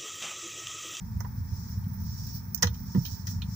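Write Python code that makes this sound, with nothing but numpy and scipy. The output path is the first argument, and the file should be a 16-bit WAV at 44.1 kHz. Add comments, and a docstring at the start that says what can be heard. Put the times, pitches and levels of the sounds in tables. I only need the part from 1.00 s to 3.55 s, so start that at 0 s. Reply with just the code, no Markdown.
"""Inside the cab of a truck creeping at idle: uneven firings and road shake boom in the cabin's low modes.
Filtered noise gives a steady air hiss and a sleeve rustling, mostly on the right; low knocks are sagging tones.
Trim and dashboard tick and creak: bursts of noise ring resonances. Something snaps and then thuds.
A small stereo camera hears it; its housing rings near 6 and 15 kHz."""
import sys
import numpy as np
from scipy import signal
from scipy.fft import rfft, irfft, next_fast_len
from scipy.io import wavfile
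from scipy.ndimage import uniform_filter1d

SR = 44100
rng = np.random.default_rng(int(sys.argv[2]) if len(sys.argv) > 2 else 0)


def put_to_file(sound):
    """Save the sound as 16-bit audio at rate SR, in the file named by the first command-line argument."""
    columns = np.atleast_2d(sound).T  # one column per channel
    safe = np.clip(columns, -1, 1)
    whole_steps = np.round(safe * 32767)
    wavfile.write(sys.argv[1], SR, whole_steps.astype(np.int16))


def how_loud(loudness_db):
    """Turn decibels into a plain amplitude multiplier (0 dB gives 1, 20 dB gives 10)."""
    steps = np.asarray(loudness_db, float) / 20
    return 10 ** steps


N = 112454  # length in samples


def colour(x, points):
    """Filter through (f/Hz, gain/dB) points; it is minimum-phase, so nothing sounds ahead of its cause."""
    n = next_fast_len(x.shape[-1] + 8192)
    size = 2 ** 14
    hz, db = np.transpose(points)
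    f = np.arange(size // 2 + 1) * SR / size
    log_gain = np.interp(np.log(f + 1), np.log(hz), db) * np.log(10) / 20
    # folding the cepstrum (the transform of the log gain) gives the minimum phase
    cepstrum = irfft(log_gain)
    cepstrum[1:size // 2] *= 2
    cepstrum[size // 2 + 1:] = 0
    response = irfft(np.exp(rfft(cepstrum)))[:size // 2]
    return irfft(rfft(x, n) * rfft(response, n), n)[..., :x.shape[-1]]


def unit(x):
    """Scale to rms 1."""
    return x / np.sqrt(np.mean(x ** 2))


def walk(rate):
    """Smooth random curve of rms 1, made from `rate` random values per second."""
    k = int(SR / rate)
    steps = np.repeat(rng.standard_normal(N // k + 1), k)
    smooth = uniform_filter1d(uniform_filter1d(steps, k), k)
    return unit(smooth[:N])


def curve(rows, order):
    """Column number `order` of a time table, drawn as straight lines over every sample."""
    r = np.array(rows, float)
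    return np.interp(np.arange(N) / SR, r[:, 0], r[:, order])


def pan(db):
    """Left and right gains that differ by db; positive leans left."""
    return how_loud(np.array([db / 2, -db / 2]))


def spread(mid, side):
    """Make two ears from a shared and an opposed signal, mixed by how alike the ears are at each pitch."""
    # how alike left and right are: f/Hz, likeness (1 same, 0 unrelated, -1 opposite)
    likeness = [(60, 0.91), (130, 0.92), (290, 0.87), (640, 0.27), (1410, -0.38), (3100, 0.44),
                (6820, -0.13), (15000, 0.11)]
    hz, alike = np.transpose(likeness)
    f = np.arange(N // 2 + 1) * SR / N + 1
    c = np.clip(np.interp(np.log(f), np.log(hz), alike), -.99, .99)
    m = irfft(rfft(mid) * np.sqrt((1 + c) / 2), N)
    s = irfft(rfft(side) * np.sqrt((1 - c) / 2), N)
    return np.array([m + s, m - s])


def boom():
    """Uneven engine firings plus random road shake excite the cabin's low modes."""
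    # colour of the cabin boom: f/Hz, relative level/dB
    boom_colour = [(15, -50), (25, -31.5), (47, -13), (64, -7.5), (84, -3.5), (98, -0.5), (145, -10),
                   (188, -8.5), (211, -10.5), (241, -19.5), (251, -15), (265, -73), (300, -64),
                   (390, -49.5), (660, -120)]
    # loudness of the boom over time: t/s, level/dB
    boom_level = [(0, -34), (.7, -36.5), (.85, -33), (1.25, -34.5), (1.5, -38), (1.75, -35), (1.85, -34),
                  (2.05, -36.5), (2.25, -37.5), (2.4, -30.5), (2.55, -37)]
    firing_hz, firing_jitter = 26.78, .25  # mean rate, spread of each gap as a share of the mean gap
    firing_scatter_db, shake_db = 4, 1.5   # spread of firing strength, shake relative to firings
    chance = rng.standard_normal((200, 2))
    gaps = np.clip(1 + firing_jitter * chance[:, 0], .3, 3) * SR / firing_hz
    at = np.cumsum(gaps).astype(int)
    pulses = np.zeros(N)
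    pulses[at[at < N]] = how_loud(firing_scatter_db * chance[at < N, 1])
    shake = rng.standard_normal((2, N))
    drive = unit(unit(pulses) + how_loud(shake_db) * shake[0])
    sound = unit(colour(spread(drive, shake[1]), boom_colour))
    return sound * how_loud(curve(boom_level, order=1)) * pan(-0.5)[:, None]


def hiss():
    """Air and fan hiss: steady coloured noise whose level flickers a little."""
    # colour of the hiss: f/Hz, relative level/dB
    hiss_colour = [(150, -16.5), (260, -7), (299, -21.5), (362, -18), (549, -24), (588, -34), (750, -23.5),
                   (924, -9), (1010, -17.5), (1850, -20.5), (2090, -26.5), (2570, -32), (2960, -49.5),
                   (3230, -37), (4640, -33.5), (5240, -38), (5820, -41), (6460, -33), (10900, -39),
                   (13900, -37), (14900, -13.5), (15700, -17), (16500, -48.5)]
    noise = spread(*rng.standard_normal((2, N)))
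    level_db = -52.5 + 0.27 * walk(5.44)
    return unit(colour(noise, hiss_colour)) * how_loud(level_db) * pan(-0.46)[:, None]


def cab(x, t60, echo_db):
    """Short dense echo of the cabin: fading noise, t60 seconds per 60 dB, echo_db relative to the direct sound."""
    t = np.arange(8192) / SR
    echo = rng.standard_normal((2, 8192)) * how_loud(-60 * t / t60) * (t > .003)
    echo = echo / np.sqrt(np.sum(echo ** 2, axis=1, keepdims=True))
    return x + how_loud(echo_db) * signal.fftconvolve(x, echo, axes=1)[:, :N]


def rustle():
    """Sleeve cloth drags in dense tiny catches of random strength; its top band swells on its own."""
    # colour of the cloth noise: f/Hz, relative level/dB
    cloth_colour = [(1880, -37.5), (3200, -27.5), (3830, -23), (5580, -2.5), (6100, -9), (7190, -15),
                    (7920, -24), (9400, -31.5), (12000, -28.5), (13500, -33.5), (14400, -56.5),
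                    (14800, -8.5), (15600, 0), (16100, -27), (16500, -78)]
    # the sleeve's movement: t/s, gain/dB, extra gain of the top band/dB, left minus right/dB
    rub = [(0, -64.5, -3, -2), (.42, -65, 9.5, 0.5), (.5, -55.5, 1, 1.5), (.68, -54, -2, -2),
           (.8, -62, 2, -0.5), (.94, -64, 10, -6), (.98, -55.5, 8, -2), (1.07, -52, -1, -4),
           (1.19, -51, -4, -4), (1.26, -52.5, 5, -2.5), (1.35, -44.5, 3, -4.5), (1.46, -65, 7, -1.5),
           (1.72, -65.5, 4, -6), (1.76, -51.5, -4, -3.5), (1.81, -55, 12, -5), (1.93, -54, -12, 0.5),
           (2.04, -50, 2, -10.5), (2.12, -45.5, -1, -6.5), (2.17, -53.5, -1, -10.5), (2.24, -60, 0, -9),
           (2.3, -45.5, -7, -6), (2.4, -64.5, -15, 4), (2.47, -61, -15, -3), (2.55, -50.5, -20, 3)]
    catch_db = 2.9 * rng.exponential(size=N) + 1.56 * walk(90)
    cloth = unit(colour(rng.standard_normal((2, N)) * how_loud(catch_db), cloth_colour))
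    top = signal.sosfilt(signal.butter(4, 9000, "high", fs=SR, output="sos"), cloth)
    body = (cloth - top) * how_loud(1.47 * walk(13))
    top = top * how_loud(curve(rub, order=2) + 3.2 * walk(41.4))
    return (body + top) * how_loud(curve(rub, order=1)) * pan(curve(rub, order=3))


def thuds():
    """Low knocks in the cabin: each is a tone that sags in pitch, holds briefly and dies."""
    # knocks: t/s, level before panning/dB, starting f/Hz, hold/s, time to fade by 60 dB/s
    knocks = [(.15, -27.5, 81.6, 0.032, 0.058), (.375, -32, 108.2, 0.045, 0.36),
              (.52, -23.5, 103, 0.017, 0.039), (.77, -29, 99, 0.012, 0.08), (1.26, -34, 171, 0.016, 0.056),
              (1.635, -24, 185.4, 0.008, 0.078), (1.648, -23, 98.2, 0.019, 0.32),
              (1.949, -17.5, 194.7, 0.032, 0.019), (1.978, -14, 143, 0.011, 0.048),
              (1.95, -34.5, 360, 0.012, 0.025), (2.12, -27, 108.4, 0.021, 0.14),
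              (1.63, -33, 484.4, 0.016, 0.14), (1.629, -47, 287, 0.018, 0.3), (1.95, -39, 482, 0.0061, .12),
              (1.952, -31.5, 257, 0.018, 0.095), (2.005, -29.5, 176.6, 0.0081, 0.17)]
    attack_s, sag_per_s = 0.0017, 4.6  # sag: rate of the pitch fall up to 150 Hz, slower above
    out = 0
    for s, db, hz, hold, t60 in knocks:
        t = np.clip(np.arange(N) / SR - s, 0, 1)
        sag = sag_per_s * min(150 / hz, 1) ** 2
        fade_db = -60 * np.clip(t - hold, 0, 1) / t60
        env = (1 - np.exp(-t / attack_s)) * how_loud(db + fade_db)
        cycles = hz * (1 - np.exp(-sag * t)) / sag
        out = out + env * np.sin(2 * np.pi * cycles)
    late_left = np.roll(out, int(SR * 0.00039))  # the left ear hears it slightly later
    return np.array([late_left, out]) * pan(-3.4)[:, None]


def ring(x, group):
    """Sum of resonances, each applied twice; white noise keeps its rms."""
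    f = np.arange(N // 2 + 1) * SR / N + 1e-3
    h = 0
    for k, (hz, width, db) in enumerate(group):
        # neighbours alternate in sign; half the dB here, as squaring doubles it
        h = h + (-1) ** k * how_loud(db / 2) / (1 + 1j * (f - hz * hz / f) / width)
    h = h ** 2
    return irfft(rfft(x) * h / np.sqrt(np.mean(np.abs(h) ** 2)), N)


def ticks():
    """Each tick is a short crackle of catches, unlike in the two ears, that rings five groups of resonances."""
    # resonances of panel, trim, trim clip, shell and housing: f/Hz, width of one pass/Hz, relative level/dB
    panel = [(528, 600, -12), (830, 106, 6), (948, 200, 2), (1255, 67, -1.5)]
    trim = [(1295, 117, -3), (1494, 144, 1), (1690, 99, 5), (1929, 150, 4)]
    trim_clip = [(2450, 300, -5.5), (3167, 283, -0.5), (3500, 71, 1), (3700, 175, 3.5), (3840, 360, 3.5),
                 (4290, 220, 2.5)]
    shell = [(5075, 67, -19), (5100, 470, -3), (5797, 435, 1), (6260, 347, -1), (6870, 580, -7.5),
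             (10000, 8300, -28.5)]
    housing = [(15220, 1300, 0.5)]
    # ticks: t/s, drive of panel/dB, trim/dB, trim clip/dB, shell/dB, housing/dB,
    # time to fade by 60 dB/s, left minus right/dB
    tick_rows = [(0.204, -32.5, -38, -57, -38, -39, 0.032, -11),
                 (0.246, -37, -46.5, -69, -62, -61, 0.042, -11), (.839, -70, -70, -59, -62, -58, 0.043, -3),
                 (1.545, -66, -65, -75, -34, -26.5, 0.038, -11.5),
                 (1.575, -65, -55.5, -59, -39, -46, 0.066, -6),
                 (1.623, -29.5, -27, -30.5, -18, -27, 0.045, -12),
                 (1.6275, -30.5, -22.5, -29.5, -13, -25, 0.022, -7),
                 (1.632, -28.5, -21.5, -26, -24, -34, 0.028, 3.5),
                 (1.64, -32, -36, -56, -48, -36, 0.036, -4.5),
                 (1.669, -35.5, -36, -29, -30.5, -37, 0.043, -4.5),
                 (1.742, -63, -61, -52, -48, -41.5, 0.057, -5),
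                 (1.945, -37, -43.5, -51, -56, -42.5, 0.083, -3.5),
                 (2.05, -67, -54, -37.5, -38, -47, 0.079, -7.5),
                 (2.268, -61, -45, -45.5, -36, -35.5, 0.089, 5.5),
                 (2.309, -66, -57, -70, -55, -66, 0.031, 6), (2.418, -55, -51, -33, -46, -47, 0.041, -4)]
    attack_s, first_catch_db = 0.0004, 14
    t = np.arange(8192) / SR
    drive = np.zeros((5, 2, N + 9000))  # group, ear, sample
    for s, *group_db, t60, pan_db in tick_rows:
        gains = pan(pan_db)
        burst = unit(rng.standard_normal((2, 8192)) * how_loud(3.1 * rng.exponential(size=8192)))
        burst = burst * (1 - np.exp(-t / attack_s)) * how_loud(-60 * t / max(t60, .008)) * gains[:, None]
        # one strong catch near the start, 20 samples in
        burst[:, 20] = how_loud(first_catch_db) * np.sign(burst[:, 20]) * gains
        start = int(s * SR)
        drive[..., start:start + 8192] += how_loud(np.array(group_db))[:, None, None] * burst
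    groups = (panel, trim, trim_clip, shell, housing)
    return sum(ring(d[:, :N], group) for d, group in zip(drive, groups))


def scene():
    """All sources in the cab; rustle and ticks also get the cabin's echo."""
    background = boom() + hiss()
    sleeve = cab(rustle(), t60=0.093, echo_db=3.1)
    ticking = cab(ticks(), t60=0.093, echo_db=-9.5)
    return background + sleeve + thuds() + ticking


def low_pass(x):
    """Removes everything above the highest recorded frequency."""
    return signal.sosfilt(signal.butter(12, 17110, fs=SR, output="sos"), x)


def record(dry):
    """The camera's microphone ports colour the top octave."""
    # response of the microphone ports: f/Hz, gain/dB
    ports = [(12500, -0.5), (13800, -4), (14400, -12), (14700, -9), (14950, -2.5), (15250, 3.5),
             (15550, -5.5), (15800, -27), (16500, -24)]
    mix = colour(dry, ports)
    return low_pass(mix)


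dry = scene()
out = record(dry)
put_to_file(out)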